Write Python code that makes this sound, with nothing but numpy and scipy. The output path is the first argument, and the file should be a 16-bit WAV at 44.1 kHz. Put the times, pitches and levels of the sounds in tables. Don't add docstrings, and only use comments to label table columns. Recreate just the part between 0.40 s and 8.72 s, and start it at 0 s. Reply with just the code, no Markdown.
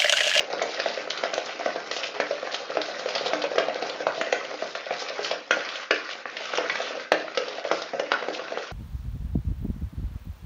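import sys
import numpy as np
from scipy import signal
from scipy.fft import rfft, irfft
from scipy.io import wavfile
from scipy.ndimage import uniform_filter1d, map_coordinates

SR = 44100
rng = np.random.default_rng(int(sys.argv[2]) if len(sys.argv) > 2 else 0)


def ratio(d):
    e = np.asarray(d, float) / 20
    return 10 ** e


def to_wav(s):
    ch = np.atleast_2d(s).T
    pcm = np.round(np.clip(ch, -1, 1) * 32767)
    wavfile.write(sys.argv[1], SR, pcm.astype(np.int16))


N = 366912


def evened(x):
    return x / np.sqrt(np.mean(x ** 2) + 1e-20)


def peaked(x):
    return x / abs(x).max()


def add(mix, start_s, sound):
    part = mix[round(start_s * SR):][:len(sound)]
    part += sound[:len(part)]


def ring(modes, chance, detune, rise_s=1e-4, scatter_db=0.5, size=1800):
    hz, db, t60 = np.transpose(modes)[:, :, None]
    t = np.arange(size) / SR
    weight, tune, phase = chance[:len(hz)].T[:, :, None]
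    level = ratio(db + scatter_db * weight - 60 * t / t60) * (1 - np.exp(-t / rise_s))
    waves = np.sin(2 * np.pi * (hz * (1 + detune * tune) * t + phase))
    return (level * waves).sum(0)


def one_mode(hz, db, t60, rise_s=1e-4, size=1800):
    return ring([(hz, db, t60)], np.zeros((1, 3)), 0, rise_s, size=size)


def clumps(count):
    knot_s, clump_s, depth_db = 0.004, 0.012, 4.5
    knots = rng.standard_normal((count, round(N / SR / knot_s) + 2))
    smooth = evened(uniform_filter1d(knots, round(clump_s / knot_s), axis=1))
    at = np.arange(N) / SR / knot_s
    return [ratio(depth_db * np.interp(at, np.arange(len(row)), row)) for row in smooth]


# pitch_hz [Hz], level_db [dB]
HOLLOW_MODES = [(155, -4.5), (230, -11.5), (327, -7), (432, -24.5), (494, 3), (545, 6.5), (582, 0),
                (630, -7.5), (686, 4.5), (800, -4.5)]
# pitch_hz [Hz], level_db [dB]
WALL_MODES = [(1035, -0.5), (1166, -6), (1245, 2.5), (1370, -11.5), (1470, 3.5), (1620, -5), (1765, -7),
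              (1880, 2), (2040, -7), (2200, -0.5), (2450, -5), (2650, -5)]
# pitch_hz [Hz], level_db [dB]
WIRE_MODES = [(2800, 2), (3500, -2), (4400, -3), (5400, 0), (6500, -11)]
BODIES = [[(hz, db, t60) for hz, db in modes]
          for modes, t60 in ((HOLLOW_MODES, 0.03), (WALL_MODES, 0.02), (WIRE_MODES, 0.002))]
DETUNE = (0.023, 0.083, 0.17)
# pitch_hz [Hz], level_db [dB], t60_s [s]
FIZZ_MODES = [(4300, 5.5, 0.0021), (5180, -6.5, 0.0019), (6100, -4, 0.0028), (6800, -0.5, 0.0036)]
# start_s [s], bottom_db [dB], wall_db [dB]
DRAG_PRESSURE = [(0.0, -32, -35), (0.37, -33.5, -37), (0.63, -35.5, -35.5), (1.431, -36.5, -37.5),
                 (2.461, -38.5, -37.5), (2.87, -31.5, -34), (3.22, -32, -38), (4.43, -39.5, -37),
                 (4.73, -38, -35), (5.08, -32, -33.5), (5.331, -42.5, -33.5), (5.91, -41.5, -40),
                 (6.33, -34, -35), (6.77, -43, -40), (7.25, -34, -35.5), (7.6, -43.5, -41.5),
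                 (7.92, -35, -40), (8.32, -45, -40)]
# landing_s [s], air_s [s], depth_db [dB]
WHISK_LIFTS = [(0.099, 0.084, -7), (0.7, 0.081, -4.5), (.93, 0.081, -3), (1.19, 0.03, -9.5),
               (1.499, 0.095, -2), (1.8, 0.086, -3.5), (2.3, 0.069, -1.5), (3.103, 0.038, -15),
               (3.599, 0.061, -1.5), (4.219, 0.057, -1), (4.348, 0.067, -6.5), (4.458, 0.078, -5.5),
               (5.106, 0.16, -13.5), (5.506, 0.076, -11.5), (5.861, 0.046, -34), (6.717, 0.09, -10),
               (6.95, 0.13, -4.5), (7.241, 0.045, -15), (7.53, 0.088, -6.5), (7.705, 0.12, -1.5),
               (1.36, 0.037, 1.5), (1.739, 0.071, -5.5), (3.03, 0.037, -5), (4.5, 0.014, -10),
               (5.948, 0.3, -2), (8.12, 0.035, -3), (3.667, 0.053, -5), (2.49, 0.031, -1),
               (3.27, 0.044, -1.5)]


def drag():
    slips_per_s, slip_spread_db, hiss_db = 600, 3, -1.5
    lift_ramp_s, strokes_per_s, spots = 0.041, 3.3, 6
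    start_s, bottom_db, wall_db = np.transpose(DRAG_PRESSURE)
    t = np.arange(N) / SR
    lifted_db = np.zeros(N)
    for landing_s, air_s, depth_db in WHISK_LIFTS:
        lifted_db += depth_db * np.clip((t - landing_s + air_s) / lift_ramp_s, 0, 1) * (t < landing_s)
    # modes, detune, trim dB, colour scatter dB, pitch wander, pressure
    layers = [(BODIES[0], DETUNE[0], -1.5, 2.7, 0.012, bottom_db),
              (BODIES[1], DETUNE[1], -5, 5, 0.04007, wall_db),
              (BODIES[2], DETUNE[2], -7.5, 1.5, 0.05, wall_db),
              (FIZZ_MODES, 0.08, -15, 2.2, 0.05, wall_db)]
    out = np.zeros(N)
    for modes, detune, trim_db, patch_db, wander, pressure_db in layers:
        force = ratio(slip_spread_db * np.minimum(rng.exponential(1, N), 4))
        slips = force * (rng.random(N) < slips_per_s / SR)
        rub = evened(slips) + ratio(hiss_db) * rng.standard_normal(N)
        spot = rng.integers(0, spots, N)
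        body = np.zeros(N)
        for k, gain in enumerate(clumps(spots)):
            colour = ring(modes, rng.standard_normal((12, 3)), 0.86 * detune, scatter_db=patch_db)
            body += signal.oaconvolve(rub * gain * (spot == k), colour)[:N]
        circle = 2 * np.pi * strokes_per_s
        bent = t + wander * np.sin(circle * t) / circle
        body = map_coordinates(body, [bent * SR], order=2, mode="mirror")
        out += ratio(np.interp(t, start_s, pressure_db) + lifted_db + trim_db) * evened(body)
    return out


def skidding_wires(clack_hz, on_wall, skid_s):
    t = np.arange(1500) / SR
    n = rng.standard_normal(len(t))
    skid = n * abs(n) * np.minimum(4.2 * t / skid_s, 1) * np.exp(-t / skid_s)
    spread = rfft(skid, 2048)
    skid = irfft(spread / np.sqrt(uniform_filter1d(abs(spread) ** 2, size=24)))[:len(t)]
    chance = rng.standard_normal((12, 3)) * [1, 1, 0]
    wires = ring(BODIES[2], chance, DETUNE[2], scatter_db=3.0, size=300)
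    wires += one_mode(clack_hz * (not on_wall), 0.5, 0.003, size=300)
    return peaked(signal.lfilter(*signal.butter(2, 2200, "high", fs=SR), signal.fftconvolve(wires, skid)))


def blows(rows):
    bounce_s, bounce_db = 0.021, -14.5
    out = np.zeros(N)
    for start_s, hollow_db, hollow_hz, wall_db, clack_hz, wires_db in rows:
        slower = ratio(0.65 * (-12.0 - max(hollow_db, wall_db, wires_db)))
        on_wall = clack_hz < 2800

        hollow = ring(BODIES[0], rng.standard_normal((12, 3)), DETUNE[0], 0.00045 * slower)
        hollow += one_mode(hollow_hz, 8, 0.032, 0.00045 * slower)
        hollow = ratio(hollow_db + 4) * peaked(hollow)
        add(out, start_s, hollow)
        swell = np.minimum(np.arange(len(hollow)) / SR / 0.003, 1)
        add(out, start_s + bounce_s, ratio(bounce_db) * hollow * swell)

        wall = ring(BODIES[1], rng.standard_normal((12, 3)), DETUNE[1], 0.00066 * slower)
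        wall += one_mode(clack_hz * on_wall, 11.5, 0.009, 0.00066 * slower)
        add(out, start_s, ratio(wall_db + 0.5) * peaked(wall))

        glance = 1 if on_wall else 1.09
        skid_s = min(0.0043 * slower * glance, 0.0052)
        add(out, start_s, ratio(wires_db + 1.5) * skidding_wires(clack_hz, on_wall, skid_s))
    return signal.sosfilt(signal.butter(2, [223, 7040], "bandpass", fs=SR, output="sos"), out)


# start_s [s], hollow_db [dB], hollow_hz
# [Hz], wall_db [dB], clack_hz [Hz]
HARD_KNOCKS = [(0.005, -23.5, 703, -33.5, 2700), (0.134, -17.5, 530, -38, 1350),
               (0.193, -30, 510, -28, 1790), (0.216, -14.5, 657, -22, 2060), (0.398, -20, 515, -22.5, 1730),
               (0.459, -15, 487, -23.5, 1260), (0.484, -39, 570, -41, 1710), (0.574, -20, 604, -27.5, 1820),
               (0.674, -23.5, 438, -31, 1114), (0.836, -14.5, 537, -22, 1300),
               (0.934, -19, 680, -25.5, 1600), (0.979, -14, 517, -26.5, 1880),
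               (1.259, -13.5, 478, -22, 1290), (1.359, -18.5, 530, -32.5, 1120),
               (1.8, -12, 496, -19.5, 2380), (2.072, -27, 500, -25.5, 1280), (2.37, -11.5, 510, -22, 1410),
               (2.76, -20, 557, -26, 2590), (2.933, -12.5, 670, -18.5, 2200), (3.156, -21, 533, -26, 1300),
               (3.181, -8.5, 530, -16.5, 1280), (3.667, -12, 662, -21.5, 1284),
               (3.812, -19.5, 610, -19, 1500), (3.926, -10.5, 490, -17.5, 2020),
               (4.222, -17.5, 490, -30.5, 1290), (4.351, -24.5, 682, -24, 1780),
                (4.507, -17, 454, -26, 1210), (4.528, -23.5, 574, -34, 1270),
                (4.911, -17.5, 533, -26, 2250), (5.108, -14, 544, -19.5, 1550),
                (5.169, -17.5, 490, -34, 1800), (5.508, -12, 433, -11.5, 1670),
                (5.56, -43, 492, -24.5, 1600), (6.134, -22, 558, -24, 1410), (6.297, -49, 810, -17.5, 1940),
                (6.355, -27, 656, -21.5, 1750), (6.7185, -7, 630, -13, 1654),
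                (6.973, -18, 540, -21.5, 1270), (7.249, -18, 510, -29, 1820),
                (7.313, -11, 686, -19.5, 1270), (7.534, -19, 530, -31.5, 1750),
                (7.596, -16, 520, -27, 1270), (7.7176, -13, 681, -16.5, 1440), (7.824, -23, 498, -29, 1030),
                (7.884, -15.5, 475, -27.5, 1430), (7.993, -25, 624, -30, 1250),
                (8.173, -18.5, 490, -26.5, 1370)]


def knocks():
    return blows([(s, db, hz, wall_db + 5, clack_hz, wall_db - 4)
                  for s, db, hz, wall_db, clack_hz in HARD_KNOCKS])


# start_s [s], wires_db [dB]
WIRE_SLAPS = [(0.0054, -21), (0.2193, -12.5), (0.3986, -14), (0.484, -20.5), (0.834, -24), (0.9343, -25),
              (0.978, -21), (1.3605, -24.5), (1.7999, -20), (2.6604, -32), (3.1818, -12), (3.2814, -51),
              (3.423, -20.5), (3.6024, -50), (3.8107, -15.5), (3.924, -11), (4.9106, -12), (5.1084, -9.5),
              (5.508, -10), (6.7187, -11.5), (6.9732, -13.5), (7.0813, -23), (7.3145, -16), (7.5944, -19.5),
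              (7.7175, -11)]


def slaps():
    return blows([(s, -89.5, 0, -89.5, 0, db - 2.5) for s, db in WIRE_SLAPS])


# start_s [s], hollow_db [dB],
# pitch_hz [Hz]
BOTTOM_THUDS = [(0.1, -21, 700), (1.091, -22.5, 760), (1.197, -18.5, 680), (1.689, -26, 495),
                (1.908, -11, 560), (2.027, -16, 517), (2.203, -21, 530), (2.3, -16.5, 536),
                (2.352, -19.5, 530), (2.485, -18, 530), (2.546, -29, 584), (2.658, -12.5, 502),
                (2.809, -16.5, 503), (2.915, -21, 640), (3.04, -11, 567), (3.115, -14, 540),
                (3.282, -10.5, 565), (3.356, -15, 500), (3.423, -13, 503), (3.603, -16, 505),
                (3.752, -23.5, 540), (3.776, -18.5, 670), (3.869, -16, 503),
                (4.111, -20.5, 546), (4.148, -33, 526), (4.465, -21, 557), (4.701, -19, 690),
               (4.79, -15, 435), (6.005, -24.5, 655), (6.102, -28, 696), (6.183, -8.5, 514),
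               (6.243, -20, 524), (6.402, -14, 657), (6.506, -22, 495), (6.552, -19, 494),
               (6.806, -20.5, 596), (7.082, -27, 540), (7.182, -18.5, 670), (8.12, -16, 446)]


def thuds():
    return blows([(s, db - 4.5, hz, db - 16, 0, db - 17) for s, db, hz in BOTTOM_THUDS])


# start_s [s], wires_db [dB], pitch_hz [Hz], hollow_db [dB]
WIRE_TICKS = [(0.1272, -20, 4000, -30.5), (0.3434, -24.5, 4450, -29.5), (0.3917, -20, 3100, -25.5),
              (0.7058, -17, 4850, -41), (0.774, -19, 4290, -40), (1.5124, -11.5, 4300, -24),
              (1.5644, -17, 3240, -21.5), (1.6325, -16.5, 2900, -44), (1.6395, -18.5, 5300, -27.5),
              (1.6688, -26, 3050, -44), (2.1266, -27, 3440, -33), (2.1424, -14, 4000, -21),
              (2.4156, -12, 3900, -27), (2.5938, -18.5, 4840, -24), (2.6874, -19.5, 4810, -36),
              (2.705, -24, 4400, -28), (2.7506, -13.5, 4790, -30), (2.7787, -17.5, 4230, -48),
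              (2.8593, -22, 3800, -19.5), (2.8637, -17.5, 3920, -20), (3.0181, -18, 4340, -30),
              (3.3447, -40, 4380, -30), (3.495, -19, 4240, -25.5), (4.0482, -23.5, 2980, -30),
              (4.5977, -40, 3970, -48), (4.621, -38, 3420, -24), (4.8446, -14.5, 3040, -31.5),
              (5.2883, -20, 3160, -33), (7.371, -26, 5180, -49), (7.4184, -19, 3920, -23)]


def ticks():
    return blows([(s, hollow_db - 1, 0, db - 9, hz, db - 2.5) for s, db, hz, hollow_db in WIRE_TICKS])


# start_s [s], length_s [s], level_db [dB],
# pitch_hz [Hz]
PLASTIC_SCRAPES = [(.29, 0.056, -38.5, 4560), (0.417, .1, -38, 3500), (0.707, 0.035, -43, 3200),
                   (1.049, 0.021, -36.5, 6000), (1.086, 0.043, -38.5, 2600), (1.525, 0.084, -35, 5500),
                   (1.643, 0.043, -38, 5300), (1.739, 0.037, -33, 560), (2.117, 0.048, -35.5, 4300),
                   (2.418, 0.085, -42, 4870), (2.583, 0.028, -40.5, 4600), (2.673, 0.1, -42.5, 4450),
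                   (2.852, 0.031, -32.5, 4230), (3.023, 0.027, -52, 4220), (3.043, 0.021, -41.5, 560),
                   (3.446, 0.055, -44, 4300), (3.743, 0.056, -40.5, 4200), (3.931, 0.029, -48, 4480),
                   (4.24, 0.053, -41, 555), (4.261, 0.07, -43.5, 5060), (4.349, 0.026, -38, 3760),
                   (4.536, .05, -42.5, 4020), (4.591, 0.035, -33.5, 5240), (4.678, 0.023, -42, 1980),
                   (4.827, 0.052, -34.5, 5030), (5.284, 0.11, -45, 3480), (5.697, 0.039, -37, 3260),
                   (5.962, 0.19, -40, 3000), (6.365, 0.13, -38, 3160), (6.556, 0.048, -43, 556),
                   (6.793, 0.0086, -42, 3520), (7.321, 0.079, -40, 4800), (7.403, 0.022, -44, 4000),
                   (7.702, .01, -38, 1600), (7.927, 0.049, -38.5, 4250), (1.462, 0.018, -44, 5000),
                   (6.501, 0.045, -41, 546), (6.847, 0.027, -45.5, 620), (1.198, 0.018, -37, 660),
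                   (1.274, 0.034, -37.5, 1090), (5.854, 0.13, -49, 1900), (6.577, 0.066, -47, 2200),
                   (0.831, 0.02, -30.5, 1300), (1.8, 0.019, -33.5, 1790), (3.184, 0.025, -31, 1410),
                   (4.607, .03, -39, 560), (6.722, 0.026, -37.5, 2100), (5.115, 0.033, -34, 1960),
                   (8.201, 0.055, -47.5, 4500), (0.701, 0.0027, -23, 5300), (0.939, 0.003, -25, 5500),
                   (1.523, 0.0049, -36, 4500)]


def scrapes():
    rise_s, fade_s, slips_per_s, hiss_level = 0.0027, 0.004, 1400, 0.27
    width = 0.3
    out = np.zeros(N)
    for start_s, length_s, level_db, pitch_hz in PLASTIC_SCRAPES:
        t = np.arange(0, length_s + 4 * fade_s, 1 / SR)
        pick, size, hiss = rng.random((SR // 2, 3))[:len(t)].T
        slips = (pick < slips_per_s / SR) * ratio(-3.0 * np.log(size + 0.052))
        rub = evened(slips) + hiss_level * 1.9 * (hiss - 0.5)
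        edges = np.clip(pitch_hz * np.array([1 - width, 1 + width]), 100, 9000)
        rub = evened(signal.lfilter(*signal.butter(1, edges, "bandpass", fs=SR), rub))
        stroke = np.minimum(t / min(rise_s, length_s / 5), 1)
        stroke *= np.exp(-np.maximum(t - length_s, 0) / min(fade_s, length_s))
        add(out, start_s, ratio(level_db) * stroke * rub)
    return out


# start_s [s], level_db [dB], pitch_hz [Hz]
WIRE_SNAPS = [(0.3979, -19, 3850), (0.7057, -6, 3080), (0.774, -27, 4290), (0.9347, -26, 5580),
              (1.5119, -17, 4260), (1.5642, -23, 3240), (1.6291, -18, 2920), (1.6386, -11, 2940),
              (1.6685, -22, 3050), (1.9673, -30, 2810), (2.126, -20.5, 3450), (2.2831, -40, 4340),
              (2.3081, -19, 4010), (2.4148, -13.5, 3840), (2.5121, -27, 3080), (2.5929, -18, 4660),
              (2.6867, -23, 4800), (2.7056, -24, 4400), (3.0169, -20, 4370), (3.254, -23, 2980),
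              (3.3447, -13.5, 4410), (3.4639, -24, 5000), (3.495, -19, 4260), (3.5976, -34, 3770),
              (3.7513, -28, 4310), (3.865, -19, 2950), (4.0955, -23, 3060), (4.142, -19, 4240),
              (4.4582, -20.5, 3180), (4.767, -29, 3270), (4.8448, -17, 4400), (4.9106, -19, 2940),
              (5.9662, -32, 3640), (6.7983, -24, 3640), (7.6908, -32, 2960), (7.9273, -31, 3590),
              (7.9467, -19, 3860), (8.1228, -40, 3900)]
# start_s [s], level_db [dB], pitch_hz [Hz]
BLOW_CRACKS = [(0.461, -29, 990), (1.8015, -8, 1200), (3.668, -3, 910), (5.109, -10, 1500),
               (5.509, -20, 1400), (6.719, -7, 660), (7.314, -13, 1000), (7.718, -4, 990),
               (0.837, -19, 1900), (1.26, -20, 1700), (3.183, -11, 1790), (3.927, -11, 1140),
               (6.2985, -8, 2020)]


def snaps_and_cracks():
    out = np.zeros(N)
    for rows, cycles in ((WIRE_SNAPS, 9), (BLOW_CRACKS, 5.3)):
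        for start_s, level_db, pitch_hz in rows:
            modes = [(pitch_hz * 1.35 ** k, -3.0 * abs(k), cycles / pitch_hz) for k in (-1, 0, 1)]
            sound = ring(modes, rng.standard_normal((3, 3)), 0.027, 0.00012, size=600)
            add(out, start_s, ratio(level_db - 5) * peaked(sound))
    return out


# start_s [s], level_db [dB], pitch_hz [Hz]
COUNTER_BUMPS = [(0.838, -44.5, 274), (1.258, -40, 345), (1.796, -36, 295), (2.37, -27, 314),
                 (2.931, -30, 307), (3.181, -34, 294), (3.929, -41, 362), (5.118, -29, 322),
                 (5.505, -26.5, 330), (6.189, -51.5, 344), (6.719, -24, 310), (7.313, -32.5, 321),
                 (7.882, -34.5, 302), (8.171, -48, 320)]
# start_s [s], level_db [dB], pitch_hz [Hz]
BATTER_PUSHES = [(.854, -21, 694), (1.21, -17.5, 688), (1.272, -20, 706), (1.585, -23, 598),
                 (2.385, -24, 660), (3.685, -33, 700), (4.147, -22, 543), (6.575, -19.5, 530),
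                 (6.733, -19.5, 670), (6.845, -21, 617), (6.979, -13.5, 550), (7.003, -16.5, 527),
                 (7.325, -27, 700), (7.545, -15.5, 536), (7.612, -22.5, 610), (7.722, -29, 690),
                 (7.733, -27, 695), (7.9, -28, 613)]


def bumps_and_pushes():
    out = np.zeros(N)
    for rows, t60, rise_s in ((COUNTER_BUMPS, 0.1, 0.014), (BATTER_PUSHES, 0.032, 0.00093)):
        for start_s, level_db, pitch_hz in rows:
            add(out, start_s, ratio(level_db - 2) * peaked(one_mode(pitch_hz, 0, t60, rise_s, 4000)))
    return out


# start_s [s], wall_db [dB], pitch_hz [Hz], wires_db [dB]
WALL_CLACKS = [(1.865, -36, 1710, -32), (3.4667, -36, 2610, -32), (4.6875, -29, 2080, -30),
               (5.249, -25, 2400, -30.5), (5.3555, -21, 2020, -25), (5.69, -19, 1880, -33),
               (5.855, -13.5, 1860, -49), (5.967, -22.5, 1970, -22), (6.054, -25, 1250, -25.5),
               (6.1523, -24, 1960, -23.5), (6.1732, -15.5, 1350, -14.5), (6.4167, -30, 2560, -25.5),
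               (6.5969, -20, 1890, -52), (6.8799, -19.5, 1520, -49), (6.9478, -27, 2100, -33),
               (7.4888, -25.5, 1700, -37), (7.7345, -25, 1160, -33), (7.947, -35, 2380, -25.5),
               (8.081, -21, 1500, -55)]


def clacks():
    return blows([(s, db - 14, 0, db - 4, hz, wires_db + 3) for s, db, hz, wires_db in WALL_CLACKS])


# pitch_hz [Hz], level_db [dB], t60_s [s]
RIM_MODES = [(1410, 4, 0.036), (1546, 1, 0.034), (2418, -4, 0.043), (3050, -12.5, 0.027)]
# start_s [s], level_db [dB], pitch_ratio [of the middle of the rim]
RIM_BLOWS = [
    (5.109, -8.5, 1.03),
    (5.12, -17, 1.36),
    (5.51, -15.5, 1.18),
    (6.3, -20.5, 1.42),
    (6.72, -17, 1.16),
    (7.717, -18.5, .9),
]


def rim():
    out = np.zeros(N)
    for start_s, level_db, pitch_ratio in RIM_BLOWS:
        modes = np.array(RIM_MODES) * [pitch_ratio, 1, 1]
        sound = ring(modes, rng.standard_normal((4, 3)), 0.012, 0.00074, size=3000)
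        add(out, start_s, ratio(level_db + 1.5) * peaked(sound))
    return out


# band_hz [Hz], t60_s [s], level_db [dB]
KITCHEN_BANDS = [(200, 0.58, -3.5), (530, 0.28, -3), (1440, 0.32, -1.5), (3760, 0.58, -8.5),
                 (6660, 0.45, -7.5)]
# delay_s [s], level_db [dB]
EARLY_ECHOES = [(.0031, -26), (.0077, -14), (.0123, -13.5), (.0194, -20), (0.0225, -28), (0.0287, -32.5)]


def kitchen(x):
    size, dullness = SR // 2, 0.07
    band_hz, t60, band_db = np.transpose(KITCHEN_BANDS)
    turn = 2 * np.pi * 1.7 * np.arange(len(x)) / SR
    out = x.copy()
    dull = signal.lfilter([1 - dullness], [1, -dullness], x)
    for delay_s, level_db in EARLY_ECHOES:
        add(out, delay_s, ratio(level_db) * dull)
    for k in range(3):
        taps = np.zeros(size)
        at = np.arange(620, size - 10, 10)
        taps[at + rng.integers(0, 10, len(at))] = rng.choice([-1., 1.], len(at))
        hz, t, z = signal.stft(taps, SR, nperseg=256)
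        z = z * ratio(-60 * t / np.interp(hz, band_hz, t60)[:, None])
        energy = np.linalg.norm(signal.istft(z, SR, nperseg=256)[1])
        z = z * ratio(np.interp(hz, band_hz, band_db))[:, None] / energy
        tail = signal.istft(z, SR, nperseg=256)[1]
        share = np.sqrt(2 / 3) * np.cos(turn + 2 * np.pi * k / 3)
        out += signal.fftconvolve(x * share, tail)[:len(x)]
    return out


def blotched(x):
    hz, t, z = signal.stft(x, SR, nperseg=512)
    patch = uniform_filter1d(rng.standard_normal(z.T.shape), size=5, axis=0)
    patch = evened(uniform_filter1d(patch, size=6, axis=1)).T
    z = z * ratio(2 * patch * np.minimum(hz / 1500, 1)[:, None] ** 2)
    return signal.istft(z, SR, nperseg=512)[1][:len(x)]


def scene():
    lead = SR // 4
    rubbed = drag()
    struck = knocks() + slaps() + thuds() + ticks() + clacks()
    struck += scrapes() + snaps_and_cracks() + bumps_and_pushes() + rim()
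    struck = np.pad(struck, (lead, 0), "reflect")
    whole = kitchen(struck + np.pad(rubbed, (lead, 0), "reflect"))
    return (struck + blotched(whole - struck))[None, lead:]


# pitch_hz [Hz], level_db [dB]
MIC_RESPONSE = [(60, -30.5), (110, -17), (200, -8.5), (400, -3.5), (3000, 0.5), (5500, -2), (6800, -8.5),
                (7300, -16.5), (7900, -41), (8400, -85)]


def microphone(dry):
    hz = abs(np.fft.fftfreq(8192, 1 / SR))
    mic_hz, mic_db = np.transpose(MIC_RESPONSE)
    log_gain = np.log(ratio(np.interp(np.log(hz + 1), np.log(mic_hz + 1), mic_db)))
    colour = np.fft.ifft(np.exp(log_gain - 1j * signal.hilbert(log_gain).imag)).real[:4096]
    led_in = np.pad(dry, ((0, 0), (4096, 0)), "reflect")
    heard = signal.oaconvolve(led_in, colour[None])[:, 4096:4096 + N]
    return heard + ratio(-103) * rng.standard_normal(dry.shape)


def roll_off(x):
    return signal.sosfilt(signal.butter(12, 8100, fs=SR, output="sos"), x)


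def record(dry):
    mix = microphone(dry)
    return roll_off(mix)


dry = scene()
out = record(dry)
to_wav(out)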